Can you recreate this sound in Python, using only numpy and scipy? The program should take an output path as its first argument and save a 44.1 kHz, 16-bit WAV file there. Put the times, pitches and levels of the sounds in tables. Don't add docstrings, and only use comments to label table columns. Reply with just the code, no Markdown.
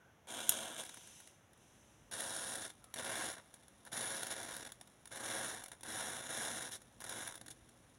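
import sys
import numpy as np
from scipy import signal
from scipy.fft import rfft, irfft
from scipy.io import wavfile

SR = 44100
rng = np.random.default_rng(int(sys.argv[2]) if len(sys.argv) > 2 else 0)


def log_audio(samples):
    frames = np.atleast_2d(samples).T
    limited = np.clip(frames, -1, 1)
    pcm = np.round(limited * 32767).astype(np.int16)
    wavfile.write(sys.argv[1], SR, pcm)


N = 351918
TIME = np.arange(N) / SR


def from_db(db):
    return 10 ** (np.asarray(db) / 20)


def rms(x):
    return np.sqrt(np.mean(x ** 2) + 1e-20)


def envelopes(rows):
    t, *columns = np.transpose(rows)
    return [from_db(np.interp(TIME, t, db)) * (TIME >= t[0]) * (TIME <= t[-1]) for db in columns]


def convolve(x, response):
    return signal.fftconvolve(x, response)[:N]


def band(x, hz, kind):
    return signal.sosfilt(signal.butter(4, hz, kind, fs=SR, output="sos"), x)


def flutter(hz):
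    slow = signal.sosfilt(signal.butter(2, hz, fs=SR, output="sos"), rng.standard_normal(N))
    return slow / rms(slow)


def dying_noise(t60, hold_s=0):
    t = TIME[:SR // 4]
    burst = rng.standard_normal(len(t)) * from_db(-60 * np.maximum(t - hold_s, 0) / t60)
    return burst / np.linalg.norm(burst)


# f/Hz, width/Hz, gain/dB at depth 1
BOWL_RESONANCES = [(117, 47, 7), (240.7, 71, 7), (313, 32, 9), (379, 6.7, 10.5), (547, 13, 8.5),
                   (657.5, 308, 8.5), (1007, 130, 6), (1652, 704, 9.5), (1992, 67, -5), (2513, 160, -14.5),
                   (2660, 44, -2.5), (3100, 99, -5), (3570, 506, 6.5), (4830, 700, -5), (5690, 58, 7.5),
                   (6640, 150, 6.5), (6946, 76, 9), (8060, 270, -8), (8610, 500, 0), (10030, 1720, 13.5),
                   (11550, 420, 7)]
def bowl(spectrum, peaks=(), depth=1, size=4096):
    hz = np.maximum(np.fft.rfftfreq(size, 1 / SR), 1)
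    corners, levels = np.transpose(spectrum)
    db = np.interp(np.log(hz), np.log(corners), levels)
    for centre, width, height in [*BOWL_RESONANCES, *peaks]:
        db += depth * height * .5 ** ((2 * (hz - centre) / width) ** 2)
    cepstrum = irfft(np.log(from_db(db)))
    cepstrum[1:size // 2] *= 2
    cepstrum[size // 2 + 1:] = 0
    response = irfft(np.exp(rfft(cepstrum)))
    return response / np.linalg.norm(response)


# f/Hz, relative level/dB
HISS_SPECTRUM = [(25, -35.5), (60, -2), (120, 2), (250, -5), (700, -7.5), (1700, -13.5), (3200, -17),
                 (4600, -31), (6100, -18.5), (8200, -32.5), (10000, -26), (12000, -29.5), (13700, -33.5),
                 (15500, -34)]
RUMBLE_SPECTRUM = [(25, -29.5), (40, -10), (52, -1.5), (100, -10.5), (250, -11.5), (500, -23),
                   (2000, -57.5), (8000, -84)]
# t/s, level/dB
RUMBLE_LEVELS = [(0, -85), (1.3, -85.5), (2.0, -71), (3.6, -76), (5.0, -73.5), (6.9, -70.5), (7.42, -65.5),
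                 (7.98, -73.5)]
def room_air(hiss_db=-67.5):
    hiss = convolve(rng.standard_normal(N), bowl(HISS_SPECTRUM, depth=0.21))
    rumble = convolve(rng.standard_normal(N), bowl(RUMBLE_SPECTRUM))
    return from_db(hiss_db) * hiss + envelopes(RUMBLE_LEVELS)[0] * rumble


def swell(middle_s, length_s):
    away = np.minimum(np.square(2 * (TIME - middle_s) / length_s), 10)
    return np.exp(-away * away)


# middle t/s, duration/s, f/Hz, level/dB
WHISTLE_TONES = [(0.033, 0.2, 1515, -70), (2.89, 0.15, 1310, -70)]
def whistles(waver_hz=52.3):
    out, waver = np.zeros(N), waver_hz * flutter(65)
    for t, length_s, hz, db in WHISTLE_TONES:
        phase = 2 * np.pi * np.cumsum(hz + waver) / SR
        out += from_db(db) * swell(t, length_s) * np.sin(phase)
    return out


def flare(strengths, response, bursts_per_s, spread_db, grain, flicker_db, split_hz, roar_db, sizzle_db):
    roar, sizzle = strengths
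    vigour = np.clip(roar / np.percentile(roar, 95), .25, 1)
    chance = bursts_per_s * vigour / SR
    sizes = from_db(spread_db * np.minimum(rng.exponential(1, N), 4)) * rng.choice([-1, 1], N)
    bursts = (rng.random(N) < chance) * sizes / rms(sizes) / np.sqrt(chance)
    jet, flicker = rng.standard_normal(N), flicker_db * flutter(110)
    low = (np.sqrt(1 - grain / 2) * jet + np.sqrt(grain / 2) * bursts) * from_db(0.45 * flicker)
    high = (np.sqrt(1 - grain) * jet + np.sqrt(grain) * bursts) * from_db(flicker)
    low, high = convolve(low, response), convolve(high, response)
    low = band(low, split_hz, "low") / rms(band(low, [150, 2200], "band"))
    high = band(high, split_hz, "high") / rms(band(high, 5000, "high"))
    return from_db(roar_db) * roar * low + from_db(sizzle_db) * sizzle * high


# t/s, relative roar level/dB, relative sizzle level/dB
FIRST_LEVELS = [(0.271, -59.5, -62), (0.297, -52.5, -50.5), (0.39, -48.5, -49.5), (0.485, -53.5, -47.5),
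                (0.52, -49.5, -44.5), (0.66, -49.5, -49), (0.755, -55, -56), (0.805, -50, -45.5),
                (0.84, -62, -60), (1.25, -78, -88)]
# f/Hz, relative level/dB
FIRST_SPECTRUM = [(30, -20), (80, -10), (250, 1.5), (700, 1), (1500, -2.5), (3100, 0), (4400, -7),
                  (7000, -2.5), (9300, -3), (11300, -13.5), (12400, -12.5), (13700, -23), (15500, -20)]
# f/Hz, width/Hz, gain/dB
RIM_RESONANCES = [(1920, 430, -9.5), (2500, 300, 1), (3200, 350, 5.5), (5670, 360, -2), (6300, 180, 10.5),
                  (7950, 660, 1), (9940, 650, -10.5)]
def first_head():
    return flare(envelopes(FIRST_LEVELS), bowl(FIRST_SPECTRUM, RIM_RESONANCES), bursts_per_s=6800,
                 spread_db=5.5, grain=0.81, flicker_db=2, split_hz=2700, roar_db=-0.6, sizzle_db=-0.4)


# delay/s, level/dB
REFLECTIONS = [(0.0014, -16), (0.0036, -24), (0.0045, -17.5)]
def cracks(rows, response, spit_t60, spit_db, gain_db, tone_spread=0):
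    out = np.zeros(N + SR)
    dullness = tone_spread * rng.uniform(-0.88, 1, len(rows))
    for (t, peak_db, spit_s), dull in zip(rows, dullness):
        blow = from_db(spit_db) * dying_noise(spit_t60, spit_s)
        blow[0] += 1
        for delay, echo_db in REFLECTIONS:
            blow[int(delay * SR)] += from_db(echo_db)
        blow = signal.lfilter([1], [1, -dull], blow)
        sound = signal.fftconvolve(blow, response)
        at = int(t * SR)
        out[at:at + len(sound)] += from_db(peak_db + gain_db) * sound / np.abs(sound).max()
    return out[:N]


# t/s, relative peak level/dB, spit duration/s
HEAD_BURST = [(0.4932, -7.5, .0003)]
# f/Hz, relative level/dB
POP_SPECTRUM = [(100, -10), (1000, -19.5), (1800, -17), (3000, -0.5), (4300, -13), (6200, -1), (7500, -2),
                (9200, -0.5), (10000, -3), (11200, 1), (12000, -1), (13500, -16.5), (15500, -7.5)]
def pop():
    return cracks(HEAD_BURST, bowl(POP_SPECTRUM), spit_t60=0.013, spit_db=5.5, gain_db=-0.5)


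# t/s, level/dB
SMOULDER_LEVELS = [(0.7, -70), (0.95, -59.5), (1.18, -60.5), (1.29, -66), (1.4, -77.5), (1.53, -81),
                   (1.62, -71), (1.9, -72), (2.1, -76.5)]
# f/Hz, relative level/dB
SMOULDER_SPECTRUM = [(100, -13), (1000, -21), (2000, -10), (2900, -0.5), (3700, -4), (4600, -12),
                     (5500, -5), (6150, 4), (6800, -2.5), (8200, -7), (10000, -2.5), (12000, -13),
                     (13700, -26), (15500, -25)]
def smoulder():
    hiss = convolve(rng.standard_normal(N), bowl(SMOULDER_SPECTRUM, depth=0.15))
    return envelopes(SMOULDER_LEVELS)[0] * hiss


# t/s, relative peak level/dB, spit duration/s
LOUD_SNAPS = [(0.835, -34, 0.003), (0.851, -34, 0.003), (0.863, -36, 0.003), (0.893, -34.5, 0.0033),
              (0.943, -33, 0.0021), (0.972, -34, 0.0034), (1.074, -40, 0.0021), (1.202, -38, 0.0032),
              (1.274, -40.5, 0.0022), (1.533, -47, 0.0027), (1.576, -51.5, 0.0027), (2.113, -34.5, 0.0036),
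              (2.205, -26.5, 0.0025), (2.555, -24.5, 0.0032), (2.702, -34.5, 0.0032), (2.842, -38, 0.0027),
              (2.94, -27, 0.003), (3.328, -35, 0.0035), (3.381, -42, 0.0028), (3.541, -36.5, 0.003),
              (3.682, -43, 0.0019), (3.851, -39, 0.0026), (4.232, -23, 0.0025), (4.268, -26.5, 0.0037),
              (4.43, -28.5, 0.0034), (4.509, -32, 0.0024), (4.537, -41, 0.0033), (4.566, -25, 0.0025),
              (4.676, -46, 0.0033), (4.72, -32, 0.0026), (4.812, -33, 0.0019), (4.874, -45, 0.004),
              (5.056, -38, 0.0025), (5.074, -38, 0.0036), (5.159, -31.5, 0.0027), (5.638, -31, 0.0041),
              (5.66, -35.5, 0.003), (5.683, -34, 0.0039), (5.717, -32.5, 0.0033), (5.809, -38, 0.0022),
              (5.833, -30.5, 0.003), (6.818, -42, 0.003), (7.004, -35, 0.0036), (7.012, -36, 0.003),
              (7.041, -28.5, 0.0032), (7.094, -27, 0.0023), (7.276, -25.5, 0.0028), (7.342, -38, 0.003),
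              (7.355, -30.5, 0.0026), (7.377, -39, 0.0026), (7.413, -34.5, 0.0032), (7.462, -36, 0.0053),
              (7.482, -35.5, 0.003), (7.506, -42, 0.003), (7.69, -44, 0.0057)]
# f/Hz, relative level/dB
SNAP_SPECTRUM = [(60, -30), (300, -6), (1500, -5.5), (3200, -2.5), (6000, -2.5), (10000, -5), (12000, -11),
                 (13700, -18.5), (15500, -10)]
def crust_snaps(heads, per_head=5, above_sizzle_db=7.5, spread_db=7, spit_s=.002):
    rows = list(LOUD_SNAPS)
    for start_s, length_s, _, _, _, sizzle_db, *_ in heads:
        times = start_s + length_s * (1 - .5 * rng.random(per_head))
        peaks = sizzle_db + above_sizzle_db + spread_db * rng.standard_normal(per_head)
        rows += [(t, db, spit_s) for t, db in zip(times, peaks)]
    response = bowl(SNAP_SPECTRUM, depth=0.99)
    return cracks(rows, response, spit_t60=0.011, spit_db=6, gain_db=-2.46, tone_spread=0.44)


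def burn(start_s, length_s, fade_db_per_s, catch_s=0.0061):
    age = TIME - start_s
    return np.clip(age / catch_s, 0, 1) * from_db(-np.clip(fade_db_per_s * (age - length_s), 0, 200))


def resonance(x, hz, width_hz):
    return signal.lfilter(*signal.iirpeak(hz, hz / width_hz, fs=SR), x)


def flame_paths(x, heads):
    for start_s, length_s, *_, hollow_hz, hollow_db, lift_hz, lift_db in heads:
        hollow = (from_db(hollow_db) - 1) * resonance(x, hollow_hz, width_hz=550)
        lift = (from_db(lift_db) - 1) * resonance(x, lift_hz, width_hz=620)
        x = x + swell(start_s + length_s / 2, 1.34 * length_s) * (hollow + lift)
    return x


# t/s, duration/s, crest time/duration, drop at both ends/dB, relative roar level/dB,
# relative sizzle level/dB, stutter/dB, hollow f/Hz, hollow gain/dB, lift f/Hz, lift gain/dB
ROW_HEADS = [(2.115, 0.55, 0.24, 2.5, -48, -46.5, 1.5, 2110, -5, 8900, 4),
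             (2.952, 0.37, 0.68, 4.5, -45, -46, 3.5, 3700, -1, 2540, 3.5),
             (3.916, 0.33, 0.16, 3.5, -46.5, -46, 1, 8240, -6.5, 10240, 4),
             (4.256, 0.42, 0, 5.5, -50.5, -51, 5.5, 8600, -10, 10400, -2),
             (5.104, 0.52, 0.48, 12, -44.5, -46, 3, 4870, -6.5, 6050, 2),
             (5.836, 0.44, 0.34, 8.5, -46, -46, 2.5, 4640, -7.5, 980, -0.5),
             (6.256, .435, 0.34, 10, -44.5, -44, 3, 4600, -6.5, 6500, 2.5),
             (7.011, 0.32, 0.57, 9.5, -49.5, -50, 4.5, 4450, -12.5, 6600, 2)]
# t/s, duration/s, relative roar level/dB, relative sizzle level/dB
GAS_SPURTS = [(3.363, .035, -55.5, -66), (3.858, 0.018, -55.5, -59.5), (4.299, 0.029, -48.5, -43.5),
              (5.724, .01, -55, -58), (6.711, 0.051, -56.5, -48.5), (7.502, .012, -62, -49.5)]
def burning_row(glow_db=-21.5, glow_fade_db_per_s=25.5, sticks_db=-74.5, surge_db=0.5):
    power = np.zeros((2, N))
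    stutter = np.minimum(flutter(87), 1)
    for start_s, length_s, crest, ends_db, roar_db, sizzle_db, stutter_db, *_ in ROW_HEADS:
        done = np.clip((TIME - start_s) / length_s, 0, 1)
        crest = np.clip(crest, .05, .95)
        weak = np.where(done < crest, 1 - done / crest, (done - crest) / (1 - crest)) ** 2
        arch = from_db(-ends_db * weak + stutter_db * (.3 + weak) * stutter)
        flame = arch * burn(start_s, length_s, fade_db_per_s=362)
        glow = done * from_db(glow_db - glow_fade_db_per_s * np.abs(TIME - start_s - crest * length_s))
        power += from_db([[roar_db], [sizzle_db]]) ** 2 * (flame ** 2 + glow ** 2)
    for start_s, length_s, roar_db, sizzle_db in GAS_SPURTS:
        power += (from_db([[roar_db], [sizzle_db]]) * burn(start_s, length_s, fade_db_per_s=1300)) ** 2
    power[1] += from_db(sticks_db) ** 2 * (TIME > ROW_HEADS[0][0])
    strengths = np.sqrt(power) * from_db(surge_db * flutter(22))
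    return flame_paths(row_flares(strengths), ROW_HEADS)


# f/Hz, relative level/dB
ROW_SPECTRUM = [(25, -26), (45, -32.5), (80, -6.5), (250, -2.5), (800, -2.5), (2000, -6), (6000, -3),
                (10000, -8), (12000, -16), (13700, -23), (14700, -19), (16000, -21)]
def row_flares(strengths):
    return flare(strengths, bowl(ROW_SPECTRUM), bursts_per_s=3500, spread_db=2.5, grain=0.7,
                 flicker_db=1.5, split_hz=2440, roar_db=-2, sizzle_db=-0.3)


def scene(reverb_db=-9.5):
    fire = first_head() + burning_row() + pop() + crust_snaps(ROW_HEADS) + smoulder() + whistles()
    reverb = from_db(reverb_db) * convolve(fire, dying_noise(t60=.1))
    mono = fire + reverb + room_air()
    return np.array([mono, mono])


def record(dry, cutoff_hz=15900):
    return signal.sosfilt(signal.ellip(10, .1, 80, cutoff_hz, fs=SR, output="sos"), dry)


dry = scene()
out = record(dry)
log_audio(out)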